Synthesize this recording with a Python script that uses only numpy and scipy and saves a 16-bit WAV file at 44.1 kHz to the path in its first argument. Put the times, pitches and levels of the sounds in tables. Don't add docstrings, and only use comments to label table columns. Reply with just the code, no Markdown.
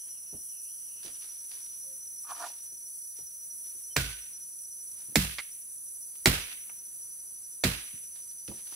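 import sys
import numpy as np
from scipy import signal
from scipy.fft import rfft, irfft, next_fast_len
from scipy.io import wavfile
from scipy.ndimage import map_coordinates

SR = 44100
rng = np.random.default_rng(int(sys.argv[2]) if len(sys.argv) > 2 else 0)


def unload_audio(sound):
    columns = np.transpose(np.atleast_2d(sound))
    steps = np.round(np.clip(columns, -1, 1) * 32767)
    wavfile.write(sys.argv[1], SR, steps.astype(np.int16))


N = 385875



def amp(db):
    return 10 ** (np.asarray(db) / 20)


def unit(x):
    return x / np.sqrt(np.mean(x ** 2) + 1e-20)


def along(points, hz):
    f, v = np.transpose(points)
    return np.interp(np.log(hz + 1), np.log(f + 1), v)


def curves(rows, outside=None):
    s, *cols = np.transpose(rows)
    return [np.interp(np.arange(N) / SR, s, c, outside, outside) for c in cols]


def wobble(rate):
    knots = rng.standard_normal(int(N * rate / SR) + 4)
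    return map_coordinates(knots, [np.arange(N) * rate / SR])


def filtered(x, response):
    m = next_fast_len(x.shape[-1] + 8192)
    return irfft(rfft(x, m) * response(np.fft.rfftfreq(m, 1 / SR)), m)[..., :x.shape[-1]]


def rush(n, spectrum, alike):
    def mid_side(hz):
        turn = np.arccos(np.clip(along(alike, hz), -1, 1)) / 2
        return amp(along(spectrum, hz)) * [np.cos(turn), np.sin(turn)]

    mid, side = filtered(rng.standard_normal((2, n)), mid_side)
    return unit(np.array([mid + side, mid - side]))


def panned(x, db):
    return x * amp([[db / 2], [-db / 2]])


def add(out, s, x):
    i = round(s * SR)
    out[..., i:i + x.shape[-1]] += x[..., :N - i]


# freq_hz, density_db (per Hz)
AIR_SPECTRUM = [(15, -40), (25, -10), (59, -3), (291, -9.5), (354, -10), (429, -10), (478, -11),
                (675, -14.5), (1020, -13.5), (3620, -17), (4300, -13.5), (5590, -42.5), (9460, -120)]
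# freq_hz, likeness (-1 to 1)
AIR_ALIKE = [(60, 0.23), (180, 0.49), (550, 0.26), (1650, -0.19), (4970, 0.02), (15000, 0.072)]
AIR_DB = -69


def air():
    return amp(AIR_DB + 1.0 * wobble(3)) * rush(N, AIR_SPECTRUM, AIR_ALIKE)


# freq_hz, density_db (per Hz)
CICADA_BODY = [(3710, -27.5), (6300, -21.5), (6420, -21.5), (7450, -17), (7680, -13), (8420, -13.5),
               (9130, -5), (9780, 0), (10800, -3.5), (12600, -14.5), (13700, -16.5), (14900, -12),
               (15700, -14.5)]
# clicks_per_s, level_db, left_right_db
NEAR_CICADAS = [(314.1, 0, 0), (313.4, -3, -4), (315.2, -4, 3)]
# time_s, level_db
HIGH_HISS = [(0, -59), (0.66, -52), (1.32, -57.5), (1.78, -55), (2.75, -55.5), (3.1, -51.5), (3.92, -54),
             (4.73, -59), (5.34, -52), (5.7, -57), (6.63, -51.5), (6.94, -56.5), (8.3, -60), (8.75, -56)]
CICADA_DB = -43.5


def cicadas():
    near = 0
    for rate, level_db, pan_db in NEAR_CICADAS:
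        beats = np.cumsum(rate * (1 + .0012 * wobble(3) + .002 * wobble(60))) / SR
        comb = 0
        for k in range(20, 50):
            harmonic = np.cos(2 * np.pi * (k * beats + rng.random((2, 1))))
            comb = comb + harmonic * amp(along(CICADA_BODY, k * rate))
        near = near + amp(level_db + 1.5 * wobble(3.6)) * panned(comb, pan_db)
    far = rush(N, CICADA_BODY, [(8000, -.1)]) * amp(0.97 * wobble(30))
    chorus = .7 * unit(near) + far

    def above(hz, edge_hz):
        return 1 / (1 + (edge_hz / (hz + 1)) ** 8)

    body = unit(filtered(chorus, lambda hz: above(hz, 4800) - above(hz, 13000)))
    high = unit(filtered(chorus, lambda hz: above(hz, 13000)))
    high_db, = curves(HIGH_HISS)
    return panned(amp(CICADA_DB + .4 * wobble(5.9)) * body + amp(high_db) * high, -1.2)


# start_pitch_hz, drift_hz_per_s, drift_change_hz_per_s2, chirps_per_s, left_right_db
CRICKETS = [(5710, 45, -2.7, 22.5, -2.5), (5842, 5.5, 0, 11.4, -1), (6082, -5, 2.2, 12.2, -3.5)]
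# time_s, low_db, middle_db, high_db
CRICKET_LEVELS = [(0, -58, -55, -56), (1, -57, -56.5, -55), (2, -56.5, -52.5, -55.5), (3, -57, -54, -57),
                  (4.4, -58, -54, -57.5), (5.8, -62, -58, -62), (6.9, -59.5, -54.5, -60),
                  (7.6, -60.5, -56.5, -62), (8.75, -57, -54.5, -59)]
# freq_hz, density_db (per Hz)
FAR_CRICKETS = [(4200, -39.5), (4600, -3), (4800, -2.5), (5200, -39.5)]


def crickets():
    t = np.arange(N) / SR
    out = amp(-77 + 2.5 * wobble(4)) * rush(N, FAR_CRICKETS, [(4700, 0.12)])
    for (hz, drift, bend, rate, pan_db), db in zip(CRICKETS, curves(CRICKET_LEVELS)):
        pulse_cycles = np.cumsum(rate * (1 + .05 * wobble(2))) / SR
        chirp = (1 + 0.33 * np.sin(2 * np.pi * pulse_cycles)) ** 1.2
        pitch_hz = hz + drift * t + bend * t ** 2 / 2 + 4 * wobble(1.2) + 10 * wobble(60)
        tone = np.sin(2 * np.pi * (np.cumsum(pitch_hz) / SR + rng.random((2, 1))))
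        out = out + amp(db + 1.6 * wobble(40) + 2.2 * wobble(130)) * unit(chirp * panned(tone, pan_db))
    return out


# start_s, length_s, pitch_hz, glide_hz_per_s, level_db, left_right_db
BIRD_NOTES = [(1.81, .19, 545, -110, -65, 0), (3.895, .05, 3085, -300, -61, -4)]
WARBLE_HZ, WARBLE_SWING_HZ, WARBLE_PERIOD_S, WARBLE_TOP_S = 2960, 160, .36, .07
WARBLE_DB, WARBLE_END_S, WARBLE_FADE_DB_PER_S = -72, 1.28, 170


def birds():
    out, t = np.zeros((2, N)), np.arange(N) / SR
    for s, length, hz, glide, level_db, pan_db in BIRD_NOTES:
        u = t[:round(length * SR)]
        swell = np.sin(np.pi * u / length) ** 2
        note = np.sqrt(2) * amp(level_db) * swell * np.sin(2 * np.pi * (hz + glide * u / 2) * u)
        add(out, s, panned(note, pan_db))
    turn = np.tanh(2.5 * np.cos(2 * np.pi * (t - WARBLE_TOP_S) / WARBLE_PERIOD_S))
    hz = WARBLE_HZ + 80 * wobble(14) + WARBLE_SWING_HZ * turn
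    whistle = np.exp(2j * np.pi * np.cumsum(hz) / SR)
    smear = np.array([wobble(550) + 1j * wobble(550), wobble(550) + 1j * wobble(550)])
    db = WARBLE_DB - WARBLE_FADE_DB_PER_S * np.maximum(t - WARBLE_END_S, 0)
    return out + amp(db + 2.5 * wobble(25) + 3 * wobble(12)) * (smear * whistle).real


# freq_hz, t60_s
TREES = [(300, 0.36), (1000, 0.47), (2500, 0.68), (6000, 0.53), (12000, 0.44)]


def dying(x):
    hz, t, z = signal.stft(x, SR, nperseg=256)
    fade = amp(-60 * t / along(TREES, hz)[:, None])
    return signal.istft(z * fade, SR, nperseg=256)[1][..., :x.shape[-1]]


# start_s, peak_db, pitch_hz, left_right_db
SNAPS = [(0.08, -53, 3080, -4), (1.03, -41, 4330, -7), (1.221, -49.5, 3170, -7), (1.514, -45, 5200, -7),
         (1.662, -51, 4190, -7), (6.153, -48.5, 3030, 1.5), (6.695, -43, 1500, -4.5),
         (8.158, -48, 4010, -7), (8.31, -53, 4400, -7), (8.478, -37, 3400, -7), (8.515, -40, 594, -7),
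         (8.722, -45, 822, -3.5)]
# freq_hz, likeness (-1 to 1)
WASH_ALIKE = [(60, 1), (240, 0.89), (950, -0.033), (3770, -0.26), (15000, -0.25)]
SNAP_T60_S = .06


def snaps():
    out, t = np.zeros((2, N)), np.arange(SR // 2) / SR
    for s, peak_db, hz, pan_db in SNAPS:
        colour = [(hz / 30, -50), (hz / 5, -14), (hz, 0), (hz * 1.1, -4), (hz * 1.6, -3), (hz * 3, -22)]
        burst = amp(-60 * t / SNAP_T60_S) * (1 - np.exp(-t / .0007))
        crack = burst * rush(len(t), colour, [(300, 0.98), (5000, 0.62)])
        wash = amp(-19.5) * dying(rush(len(t), colour, WASH_ALIKE))
        add(out, s, amp(peak_db - 7.5) * panned(crack + wash, pan_db))
    return out


# start_s, level_db, pitch_hz, t60_s, soil_boom_db
THUDS = [(.326, -47.5, 280, .22, -52), (1.045, -51, 295, .27, -56), (2.72, -58, 246, .1, -75),
         (3.185, -54.5, 403, .1, -57), (3.75, -60, 250, .1, -75), (5.084, -49.5, 130, .13, -70),
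         (5.119, -52.5, 199, .09, -70), (7.935, -49, 141, .15, -70), (8.481, -39, 212, .24, -47),
         (8.72, -56, 300, .09, -70)]
BOOM_HZ, BOOM_T60_S, BOOM_LATE_S = 70, .22, .012


def thuds():
    out, t = np.zeros((2, N)), np.arange(SR // 2) / SR
    for s, db, hz, t60, boom_db in THUDS:
        push = (s, db, hz, t60)
        boom = (s + BOOM_LATE_S, boom_db, BOOM_HZ, BOOM_T60_S)
        for at, level_db, f, life in (push, boom):
            colour = [(f / 8, -40), (f / 2, -7), (f, 0), (f * 2.2, -9), (f * 8, -45)]
            low = rush(len(t), colour, [(100, 0.8)])
            add(out, at, amp(level_db - 60 * t / life) * (1 - np.exp(-t / 0.0045)) * low)
    return out


# freq_hz, density_db (per Hz)
BRUSH_COLOUR = [(80, -64.5), (300, -14.5), (1000, -11.5), (3000, -7.5), (6000, -6), (12000, -13),
                (15700, -22.5)]
# loudest_s, level_db, swell_s (by 20 dB), fade_s (by 20 dB)
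BRUSHES = [(1.055, -49.5, .06, .18), (1.216, -61, .04, .8), (1.52, -57, .04, .3), (2.33, -55, .07, .4),
           (2.465, -49.5, .15, .075), (3.174, -62, .05, .17), (3.642, -65, .08, .4), (5.01, -63, .15, .5),
           (6.15, -66, .03, .15), (8.162, -56, .03, .1), (8.49, -55, .02, .5), (8.75, -52.5, .1, .1)]


def brushes():
    t = np.arange(N) / SR
    hits = rng.random((2, N)) < 900 / SR
    clicks = hits * rng.standard_normal((2, N)) * amp(2 * rng.exponential(size=N))
    grains = unit(filtered(clicks, lambda hz: amp(along(BRUSH_COLOUR, hz))))
    hiss = rush(N, BRUSH_COLOUR, [(300, .9), (4000, 0.4)])
    level = sum(amp(db + 20 * np.minimum((t - s) / swell, (s - t) / fade)) for s, db, swell, fade in BRUSHES)
    return level * amp(2.5 * wobble(30)) * unit(1.1 * grains + hiss)


# time_s, level_db
DRAW = [(2.23, -95), (2.25, -59.5), (2.32, -41), (2.335, -51), (2.368, -51), (2.45, -38), (2.478, -51),
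        (2.594, -82)]
# pitch_hz, width_hz, level_db
SHEATH_FULL = [(840, 48, -4.5), (1183, 110, 3), (1700, 21, -15.5), (2400, 40, -12)]
SHEATH_EMPTY = [(300, 26, -27), (693, 27, -8.5), (935, 39, -7.5), (1387, 81, -18.5), (1810, 97, -21.5)]
# time_s, time_s
BLADE_OUT_S = (2.26, 2.47)


def sheath():
    slips = rng.standard_normal(N) * amp(2.7 * wobble(180))

    def hollow(modes):
        def response(f):
            total = 0
            for k, (c, w, g) in enumerate(modes):
                total = total + (-1) ** k * amp(g) * 1j * f * w / (c * c - f * f + 1j * f * w)
            return total
        return unit(filtered(slips, response))

    share = np.interp(np.arange(N) / SR, BLADE_OUT_S, [0, .9])
    db, = curves(DRAW, outside=-140)
    return amp(db) * (np.sqrt(1 - share) * hollow(SHEATH_FULL) + np.sqrt(share) * hollow(SHEATH_EMPTY))


# start_s, level_db
CATCHES = [(2.306, -41), (2.317, -38), (2.4165, -33), (2.438, -37), (2.449, -34), (2.498, -46)]


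def catches():
    out, t = np.zeros(N), np.arange(SR // 10) / SR
    for s, level_db in CATCHES:
        notes = sum(np.sin(2 * np.pi * hz * (1 + .05 * rng.normal()) * t) for hz, *_ in SHEATH_EMPTY[1:3])
        add(out, s, amp(level_db - 60 * t / .03) * (1 - np.exp(-t / .0015)) ** 2 * notes)
    return out


# crack_s, bite_s (before the crack), crack_db, wash_db, brightness_db_per_octave, blade_db,
# thud_db, thud_slope_db_per_octave, branch_pitch_ratio, favoured_hz (by the place of the blow),
# choke_s (until the supports choke the swing by 20 dB)
CHOPS = [(3.966, .003, -14, -28, 0, -37, -34, -4.5, 0.98, 128, .29),
         (5.1576, 0.0014, -10, -26, .8, -51, -26.5, 0, 1.1, 155, .27),
         (6.258, 0.00057, -7, -20.5, -.6, -46.5, -24, .8, .98, 240, .24),
         (7.6388, 0.0018, -14, -25.5, -.5, -49.5, -25, 1.5, .98, 270, .2)]
# freq_hz, density_db (per Hz)
CRACK = [(180, -30), (300, -1.5), (1110, -16), (2300, -4), (2900, -15.5), (4530, -9.5), (6310, -16),
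         (7830, -8.5), (8940, -21.5), (15700, -22.5)]
# freq_hz, density_db (per Hz)
WASH = [(150, -29), (250, -2), (841, -11), (1270, -8.5), (1680, -6), (2640, -4.5), (6490, -10.5),
        (9670, -8), (14900, -9.5), (15700, -20)]
# pitch_hz, level_db, t60_s
BENDING = [(56, -2, 0.55), (92, -2, .34), (133, -1, 0.34), (175, 0, .26), (240, -1.5, 0.16),
           (355, -4, 0.13), (480, -10, .1)]
# pitch_hz, level_db, t60_s
BLADE = [(1430, -2, .4), (1520, 0, .5), (1960, -10.5, 0.3), (2330, -7.5, .3)]
FAVOUR_DB, FAVOUR_OCTAVES = 7, .3


def chops():
    out, t = np.zeros((2, N)), np.arange(SR) / SR
    for (s, bite, crack_db, wash_db, tilt, blade_db, thud_db, slope, ratio,
         favoured_hz, choke) in CHOPS:
        late = np.maximum(t - bite, 0)
        burst = np.where(t < bite, .25, amp(-60 * late / 0.0053) + 0.34 * amp(-60 * late / 0.079))
        crack = amp(crack_db) * burst * rush(SR, CRACK, [(300, 1.0), (3000, .85), (12000, 0.37)])
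        wash = amp(wash_db) * (1 - np.exp(-t / 0.0022)) * dying(rush(SR, WASH, WASH_ALIKE))
        wash = wash * amp(.9 * wobble(45)[:SR] + 1.6 * wobble(220)[:SR])
        bright = filtered(crack + wash, lambda hz: amp(tilt * np.log2((hz + 100) / 2500)))

        wood = 0
        sag = t + .003 * (1 - np.exp(-t / 0.018))
        choke_db = 20 * np.minimum(t / choke, 2) ** 4
        for hz, g, t60 in BENDING:
            rise_s = 0.13 / np.sqrt(hz)
            shake = amp(3.1 * wobble(35)[:SR])
            pitch_hz = hz * ratio * (1 + .02 * rng.normal())
            swing = np.sin(2 * np.pi * (pitch_hz * sag + .13 * wobble(30)[:SR]))
            lift_db = FAVOUR_DB * np.exp(-(np.log2(hz / favoured_hz) / FAVOUR_OCTAVES) ** 2)
            start_db = thud_db + g + lift_db + slope * np.log2(hz / 150)
            level = amp(start_db - 60 * t / t60 - choke_db)
            wood = wood + level * (1 - np.exp(-(t / rise_s) ** 2)) * shake * swing

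        steel = 0
        for hz, g, t60 in BLADE:
            level = amp(blade_db + g - 60 * t / t60 + 3 * wobble(50)[:SR])
            steel = steel + level * np.sin(2 * np.pi * (hz * t + .22 * wobble(70)[:SR]))
        add(out, s - bite, bright + wood + steel)
    return out


# start_s, slips, gap_s, first_slip_db, fade_db_per_slip
WRENCH = (5.3846, 9, .0033, -20.5, 1.7)
# freq_hz, density_db (per Hz)
SPLINTERS = [(120, -53), (200, -25), (361, -16), (610, -18), (1560, -9.5), (2220, 0.5), (2560, -12.5),
             (4760, -13), (5410, -19), (9000, -24.5), (11700, -54), (19800, -120)]
# pitch_hz, t60_s
SPLIT = (2150, .014)


def wrench():
    s, slips, gap, first_db, fade_db = WRENCH
    split_hz, split_t60 = SPLIT
    out, t = np.zeros((2, N)), np.arange(SR // 2) / SR
    ring_level = 1.8 * amp(-60 * t / split_t60) * (1 - np.exp(-t / .0004))
    ring = ring_level * np.sin(2 * np.pi * split_hz * t)
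    for k in range(round(slips)):
        click = amp(-60 * t / .013) * rush(len(t), SPLINTERS, [(300, .97), (5000, .8)])
        at = s + gap * (k + .12 * rng.normal() * (k > 0))
        slip_db = first_db - 7 - fade_db * k + rng.normal(0, 1.2)
        add(out, at, amp(slip_db) * (click + ring))
    wash = dying(rush(len(t), SPLINTERS, WASH_ALIKE))
    add(out, s + .01, amp(first_db - 30 - 130 * t) * wash)
    return out


# freq_hz, left_right_db
RIGHTWARD = [(40, -2.8), (100, -2.2), (350, -1.8), (1400, -4.3), (5000, -7), (9000, -1.5), (14000, -1)]


def scene():
    cutter = chops() + wrench() + snaps() + thuds() + brushes() + sheath() + catches()
    cutter = filtered(cutter, lambda hz: amp(along(RIGHTWARD, hz) * [[.5], [-.5]]))
    return cutter + birds() + cicadas() + crickets() + air()


TOP_HZ = 15760


def record(dry):
    rounded = dry / (1 + np.abs(dry / .97) ** 6) ** (1 / 6)
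    return filtered(rounded, lambda hz: hz < TOP_HZ)


dry = scene()
out = record(dry)
unload_audio(out)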